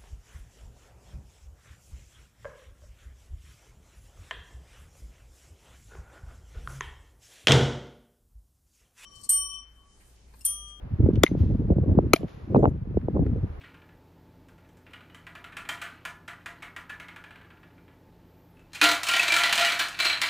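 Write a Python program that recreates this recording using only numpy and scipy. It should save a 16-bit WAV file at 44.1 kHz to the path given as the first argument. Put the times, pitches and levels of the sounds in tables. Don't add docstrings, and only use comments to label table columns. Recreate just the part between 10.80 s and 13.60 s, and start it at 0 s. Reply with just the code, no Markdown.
import sys
import numpy as np
from scipy import signal
from scipy.fft import rfft, irfft
from scipy.io import wavfile
from scipy.ndimage import uniform_filter1d

SR = 44100
rng = np.random.default_rng(int(sys.argv[2]) if len(sys.argv) > 2 else 0)


def to_linear_factor(level_db):
    exponent = np.asarray(level_db, float) / 20
    return 10 ** exponent


def transcribe(signal):
    frames = np.atleast_2d(signal).T
    limited = np.clip(frames, -1, 1)
    pcm = np.round(limited * 32767).astype(np.int16)
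    wavfile.write(sys.argv[1], SR, pcm)


N = 123479

# (time [s], crack level [dB], thud level [dB])
BLOWS = [
    (.4340, -10.5, -4),
    (1.3337, -10.5, -5),
]
PORT_LAG_S = .00026


def evened(x):
    return x / np.sqrt(np.mean(x ** 2) + 1e-20)


def read(points, hz):
    f, value = np.transpose(points)
    return np.interp(np.log(hz + 1), np.log(f + 1), value)


def add(mix, s, sound):
    part = mix[..., max(round(s * SR), 0):][..., :sound.shape[-1]]
    part += sound[..., :part.shape[-1]]


def colour(x, points):
    gain = to_linear_factor(read(points, np.fft.rfftfreq(x.shape[-1], 1 / SR)))
    return irfft(rfft(x) * gain, x.shape[-1])


def resonate(x, hz, width):
    r = np.exp(-np.pi * width / SR)
    return 2 * signal.lfilter([1 - r], [1, -r * np.exp(2j * np.pi * hz / SR)], x).real


def resonate_twice(x, hz, width):
    return resonate(resonate(x, hz, width), hz, width)


def crack(peaks, t):
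    contact_s, rattle_t60, rattle_db = .0029, .03, -9.5
    late, head = np.maximum(t - contact_s, 0), round(contact_s * SR)
    gate = np.minimum(t / .0003, 1) * np.exp(-late / .0004)
    out = 0
    for hz, width, db in peaks:
        noise = rng.standard_normal(len(t) + 500)
        band = resonate(resonate(noise, hz, width), hz, 2 * width)[500:]
        band = band / np.sqrt(np.mean(band[:head] ** 2))
        rattle = to_linear_factor(rattle_db - 60 * late / rattle_t60 * max(hz, 2600) / 3000)
        out = out + to_linear_factor(db) * band * (gate + rattle * (t > .001))
    return out


def thud(level_db, t):
    delay_s, t60, hold_s = .0027, .04, .0066
    top_hz, end_hz, fall_s = 900, 290, .0013
    push_db, push_hz = -14.5, 171
    u = np.maximum(t - delay_s, 0)
    hz = end_hz + (top_hz - end_hz) * np.exp(-u / fall_s)
    fade = to_linear_factor(-60 * u / t60)
    shape = .85 * np.exp(-(u / hold_s) ** 3) + .15 * fade
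    tone = np.sin(2 * np.pi * np.cumsum(hz * (u > 0)) / SR) * shape
    push = to_linear_factor(push_db) * np.sin(2 * np.pi * push_hz * u) * fade
    return to_linear_factor(level_db) * tone + push


def ring(modes, t):
    out = 0
    for hz, db, t60 in modes:
        rough = evened(resonate_twice(rng.standard_normal(len(t)), hz, 150))
        out = out + to_linear_factor(db - 60 * t / t60) * evened(np.sin(2 * np.pi * hz * t) + 0.65 * rough)
    return out


def blows():
    # (frequency [Hz], width [Hz], level [dB])
    crack_peaks = [
        [(1325, 520, -3), (2070, 500, -1.5), (3480, 310, -1), (5010, 900, -10.5), (6220, 400, -17),
         (7180, 990, -7), (9900, 1200, -11), (11940, 360, -17), (13700, 1200, -20.5)],
        [(1274, 61, 1), (2300, 450, 2.5), (2980, 400, -7.5), (4170, 400, -5.5), (6560, 700, -6),
         (10390, 450, -7), (12000, 150, -15.5), (13580, 180, -13), (14800, 2000, -24)],
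    ]
    # (frequency [Hz], level [dB], decay t60 [s])
    ring_modes = [
        [(2050, -31, 0.06), (3952, -43.5, 0.057), (6300, -52, 0.21), (9975, -55.5, .1), (10330, -53, 0.1),
         (10800, -46, .13), (12100, -52, .08)],
        [(2560, -37, .03), (4050, -47.5, .1), (5500, -48, 0.12), (7200, -58.5, 0.25), (9975, -57, 0.24),
         (10600, -46, 0.14), (12000, -49, .14)],
    ]
    out, t = np.zeros(N), np.arange(SR // 3) / SR
    for (s, crack_db, thud_db), peaks, modes in zip(BLOWS, crack_peaks, ring_modes):
        add(out, s, to_linear_factor(crack_db - 6) * crack(peaks, t) + thud(thud_db, t) + ring(modes, t))
    return out


def ticks():
    # (time [s], peak level [dB], frequency [Hz], length [s])
    bounces = [(.2628, -50.5, 2200, 0.0022), (.3346, -50, 3660, 0.0069), (.3556, -39.5, 2640, 0.012),
               (.4643, -23, 2086, 0.00042), (.4644, -25.5, 2170, 0.00056), (.4646, -32.5, 3025, .0008),
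               (.4722, -30.5, 2000, .0012), (.4783, -40, 2300, 0.0018), (.4785, -38.5, 3700, .002),
               (.9068, -49.5, 2500, 0.0024), (1.1888, -50, 3800, 0.0032), (1.3598, -28.5, 3316, .006),
               (1.3605, -30, 662, 0.0013), (1.3625, -25, 2380, 0.001), (1.364, -44.5, 6100, 0.0028),
               (1.3675, -45, 4200, .002), (1.4301, -49.5, 3000, .002), (1.482, -47, 2180, 0.0055),
               (1.7472, -45, 2500, 0.0017), (1.7562, -46, 2500, 0.0014), (1.765, -48, 4050, 0.003),
               (1.8335, -51, 3200, 0.002), (1.8532, -46.5, 2870, 0.00092), (2.172, -54, 1900, 0.0033),
               (2.214, -49, 1634, 0.0016), (2.297, -55.5, 1740, 0.0014), (2.4633, -41.5, 1380, 0.0075),
               (2.4635, -54.5, 1950, .006)]
    out, t = np.zeros(N), np.arange(1500) / SR
    for s, db, hz, length in bounces:
        burst = rng.standard_normal(1500) * np.exp(-t / max(length, 2e-4) * 2) * np.minimum(t / 0.00026, 1)
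        width = .07 * hz * length / 0.0013
        tick = resonate(resonate(burst, hz, width), hz, hz)
        tick = tick + to_linear_factor(-40) * resonate_twice(burst, 1.6 * hz, hz)
        add(out, s, to_linear_factor(db) * tick / abs(tick).max())
    return out


def at_ports(direct):
    # (frequency [Hz], level [dB])
    blow_pan = [(60, -2), (150, 0), (380, 0.5), (950, 6), (2380, 3.5), (5980, 7), (15000, -1.5)]
    # (frequency [Hz], phase [rad])
    blow_turn = [(0, -1), (5170, 1.22), (5940, -0.5), (11100, -5.5), (13500, -7.5), (15700, -7.5),
                 (16500, -9.5)]
    hz = np.fft.rfftfreq(N, 1 / SR)
    half = np.array([[.5], [-.5]])
    tilt = to_linear_factor(half * read(blow_pan, hz)) * np.exp(1j * half * read(blow_turn, hz))
    return irfft(rfft(direct) * tilt, N)


def echo():
    # (frequency [Hz], level [dB])
    echo_tone = [(300, -4), (1500, 2), (3500, 1), (7000, -10), (8400, -44), (10500, -11.5), (12500, -15.5),
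                 (13600, -59.5)]
    near_db, near_t60 = -46, 0.28
    far_s, far_db, far_t60 = 0.13, -59, 0.94
    t = np.arange(SR // 2) / SR
    near = to_linear_factor(near_db - 60 * t / near_t60) * np.minimum(t / 0.0044, 1)
    far = to_linear_factor(far_db - 60 * (t - far_s) / far_t60) * np.clip((t - far_s) / 0.029, 0, 1)
    flicker = to_linear_factor(0.83 * evened(uniform_filter1d(rng.standard_normal(len(t)), size=300)))
    n = rng.standard_normal((3, len(t)))
    pair = n[0] + 0.7 * n[1:]
    return evened(colour(pair, echo_tone)) * (near + far) * flicker


def echoes():
    out = np.zeros((2, N))
    for s, _, _ in BLOWS:
        add(out, s, echo())
    return out


def pops():
    # (time [s], peak level [dB], starting frequency [Hz], length [s])
    pop_events = [(0.2612, -13.5, 740, 0.012), (0.514, -22, 700, 0.006), (.5505, -16.5, 742, 0.0053),
                  (0.9032, -9.5, 700, 0.022), (0.984, -13.5, 797, 0.0046), (1.1733, -6.5, 490, 0.01),
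                  (1.188, -6.5, 1240, 0.0066), (1.41, -24, 650, 0.0056), (1.432, -18.5, 712, 0.0057),
                  (1.7467, -6.5, 1336, 0.0045), (1.7667, -12.5, 900, 0.016), (1.816, -32.5, 704, .008),
                  (1.8318, -7.5, 1064, 0.0042), (1.8555, -1.5, 1510, 0.0017), (2.1713, -9, 743, 0.0081),
                  (2.1754, -14.5, 519, 0.006), (2.432, -22.5, 697, .006), (2.284, -13.5, 991, 0.0048),
                  (2.381, -23, 915, 0.016), (2.393, -16.5, 920, 0.015), (2.4027, -22, 709, 0.011)]
    stretch, rise_turns = 0.5, 0.89
    out, t = np.zeros((2, N)), np.arange(4000) / SR
    u = np.maximum(t - PORT_LAG_S * np.array([[1], [0]]), 0)
    for s, db, top_hz, length in pop_events:
        turns = np.log(1 + stretch * top_hz * u) / stretch
        shape = (1 - np.exp(-(turns / rise_turns) ** 2)) * np.exp(-(u / length) ** 2)
        add(out, s - .0003, to_linear_factor(db) * shape * np.cos(2 * np.pi * turns))
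    return out


def gusts():
    # (start time [s], length [s], level [dB], top frequency [Hz])
    tears = [
        (1.757, .01, -15, 1064),
        (1.772, 0.037, -21.5, 593),
        (1.828, 0.0038, -21, 800),
        (1.839, 0.0093, -12, 972),
        (1.853, 0.016, -20, 750),
        (1.872, 0.01, -23, 820),
        (2.363, .011, -24.5, 956),
        (0.902, 0.029, -26.5, 590),
        (1.06, .07, -31.5, 650),
    ]
    out = np.zeros((2, N))
    for s, length, db, top_hz in tears:
        n = signal.lfilter([1], [1, -.97], rng.standard_normal((3, 8000)))
        both = np.array([np.roll(n[0], round(PORT_LAG_S * SR)), n[0]]) + 0.28 * n[1:]
        sos = signal.butter(4, [top_hz * 0.24, top_hz], "band", fs=SR, output="sos")
        shape = np.sin(np.pi * np.minimum(np.arange(7000) / SR / (1.7 * length), 1) ** .7) ** 2
        swell = signal.sosfilt(sos, both)[:, 1000:] * shape
        add(out, s - .002, to_linear_factor(db + 8) * swell / abs(swell).max())
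    return out


def eddies(rows, cycles):
    glide, roughness, pan_db = 1.28, .3, 3
    out = np.zeros((2, N))
    for s, db, hz in rows:
        start_turn, pan = rng.uniform(-1.0, 1, 2)
        x = np.minimum(np.arange(5000) / SR * hz / cycles, 1)
        phase = 2 * np.pi * np.cumsum(hz * glide ** (1 - 2 * x)) / SR
        sweep = np.sin(phase + np.pi * start_turn)
        noise = rng.standard_normal((2, 5000))
        rough = evened(resonate_twice(resonate_twice(noise, hz, hz), hz, hz))
        shape = np.sin(np.pi * x ** 0.91) ** 2
        level = to_linear_factor(db + pan_db * pan * np.array([[.5], [-.5]]))
        add(out, s - .15 / hz, level * shape * (sweep + roughness * rough))
    return out


def fast_eddies():
    # (time [s], peak level [dB], frequency [Hz])
    flutters = [(0.2, -19.5, 278), (.225, -25, 300), (0.287, -9, 337), (0.331, -15, 237),
                (0.373, -18.5, 311), (0.514, -21, 271), (.633, -27, 370), (.731, -33.5, 347),
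                (.818, -24.5, 336), (.959, -27.5, 358), (1.059, -26.5, 339), (1.081, -23, 248),
                (1.148, -18, 300), (1.264, -21, 276), (1.409, -27, 300), (1.673, -30, 252.5),
                (1.722, -26.5, 372), (2.054, -38.5, 425), (2.07, -29, 253), (2.108, -30, 318),
                (2.144, -30, 404), (2.432, -28.5, 377), (2.559, -26, 366), (2.632, -29, 300)]
    return eddies(flutters, cycles=2.82)


def slow_buffets():
    # (time [s], peak level [dB], frequency [Hz])
    thumps = [
        (.229, -9, 99.4),
        (.375, -12.5, 99),
        (.603, -9.5, 82),
        (.905, -9, 87.2),
        (1.161, -17, 88.2),
        (1.742, -17, 159.6),
        (1.87, -20.5, 73.2),
        (2.158, -18.5, 77.7),
        (2.39, -16.5, 77.3),
        (2.55, -22, 90),
    ]
    return eddies(thumps, cycles=2.66)


def gust(column):
    # (time [s], pressure level [dB], speed as stretch of the spectrum [ratio])
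    wind_course = np.array([(0, -43.5, 0.72), (.11, -30.5, 0.73), (.17, -34, 0.77), (0.229, -15.5, 1.12),
                            (.41, -25.5, 1), (.62, -20, 0.98), (.86, -23.5, 1.075), (1.169, -25, 1.4),
                            (1.36, -31, 1), (1.451, -29, 1.3), (1.489, -42.5, 0.68), (1.66, -40, .9),
                            (1.75, -20.5, 1.5), (1.89, -26, 1.255), (2.032, -33, 0.72), (2.42, -23, 1.2),
                            (2.65, -28.5, 0.9), (2.7, -37, 0.57)])
    return np.interp(np.arange(N) / SR, wind_course[:, 0], wind_course[:, column])


def ports(tone, apart, turn, patch_db, stretch, size):
    hz = np.fft.rfftfreq(size, 1 / SR)
    a, b, c, d, p = rng.standard_normal((4 * N // size + 12, len(hz), 5)).T
    patches = evened(uniform_filter1d(uniform_filter1d(p, size=5, axis=0), size=5, axis=1))
    mid = a + 1j * b
    side = apart * (c + 1j * d) + 1j * turn * mid
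    at = np.clip(np.arange(a.shape[1]) * size // 4 - size, 0, N - 1)
    gain = to_linear_factor(read(tone, hz[:, None] / stretch[at]) + patch_db * patches)
    z = np.array([mid + side, mid - side]) * gain
    return evened(signal.istft(z, nperseg=size, noverlap=3 * size // 4)[1][:, size:N + size])


def wind():
    # (frequency [Hz], level [dB])
    wind_tone = [(15, -37), (25, -13), (70, 5), (146, -3.5), (213, -6.5), (253, -10), (460, -27),
                 (913, -51), (1500, -62), (1950, -77), (3300, -120)]
    wind_tone = wind_tone + [(2500, -100)]
    flurry = signal.butter(2, [8, 40], "band", fs=SR, output="sos")
    lumps = evened(signal.sosfiltfilt(flurry, rng.standard_normal(3 * N))[N:2 * N])
    lumps = np.clip(lumps, -2, 2)
    speed = np.clip(gust(column=2), .3, 4) * to_linear_factor(0.91 * lumps)
    rumble = ports(wind_tone, apart=.15, turn=.2, patch_db=3, stretch=speed, size=1024)
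    return rumble * to_linear_factor(gust(column=1) + 3 * lumps - 0.5)


def ducking():
    depth_db, hold_s, back_s = -20, 0.046, 0.024
    t, duck_db = np.arange(N) / SR, np.zeros(N)
    for s, _, _ in BLOWS:
        drop = np.clip((t - s) / 0.007, 0, 1)
        recovery = np.clip(1 - (t - s - hold_s) / back_s, 0, 1)
        duck_db += depth_db * drop * recovery
    return to_linear_factor(duck_db)


def rustles():
    # (start time [s], length [s], level [dB])
    rubs = [
        (1.778, .065, -72.5),
        (1.871, 0.031, -75),
    ]
    out = np.zeros((2, N))
    for s, length, db in rubs:
        n = rng.standard_normal((2, 4000))
        crackle = to_linear_factor(4.5 * evened(uniform_filter1d(rng.standard_normal(4000), size=120)))
        n = n * crackle * (np.arange(4000) < length * SR)
        bands = sum(resonate_twice(n, hz, 450) for hz in (6700, 10100))
        add(out, s, to_linear_factor(db) * evened(bands))
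    return out


def air():
    # (frequency [Hz], level [dB])
    air_tone = [(120, -33), (334, -0.5), (1740, -16.5), (7300, -43.5), (7700, -77), (8900, -75),
                (9200, -43), (12400, -42), (13400, -47), (13900, -79)]
    air_tone = [(100, -42.0)] + air_tone
    # (time [s], level [dB])
    air_swell = [(0, -0.5), (0.351, 1.5), (.75, -1), (.95, -2), (1.249, 1), (1.75, 1), (2.0, -3),
                 (2.449, -0.5), (2.8, 3.5)]
    air_db, air_follow = -59, 0.035
    whine_hz, whine_db, whine_follow = 11900, -90, .9
    pressure_db = gust(column=1)
    swell_db = np.interp(np.arange(N) / SR, *np.transpose(air_swell))
    hiss = ports(air_tone, apart=1, turn=0, patch_db=0.64, stretch=np.ones(N), size=512)
    hiss = hiss * to_linear_factor(air_db + 5.5 + air_follow * (pressure_db + 43.0) + swell_db)
    whine = evened(resonate_twice(rng.standard_normal((2, N)), whine_hz, 300))
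    return hiss + whine * to_linear_factor(whine_db + whine_follow * (pressure_db + 25))


def scene():
    struck = at_ports(blows() + ticks()) + echoes()
    ducked = ducking() * (slow_buffets() + wind())
    return struck + pops() + gusts() + fast_eddies() + ducked + rustles() + air()


def band_limit(x):
    return signal.sosfilt(signal.butter(12, 16850, fs=SR, output="sos"), x)


def record(dry):
    x = signal.sosfilt(signal.butter(2, 40, "high", fs=SR, output="sos"), dry)
    x = signal.sosfilt(signal.butter(8, 15700, fs=SR, output="sos"), x)
    return band_limit(np.clip(x, -1, 1))


dry = scene()
out = record(dry)
transcribe(out)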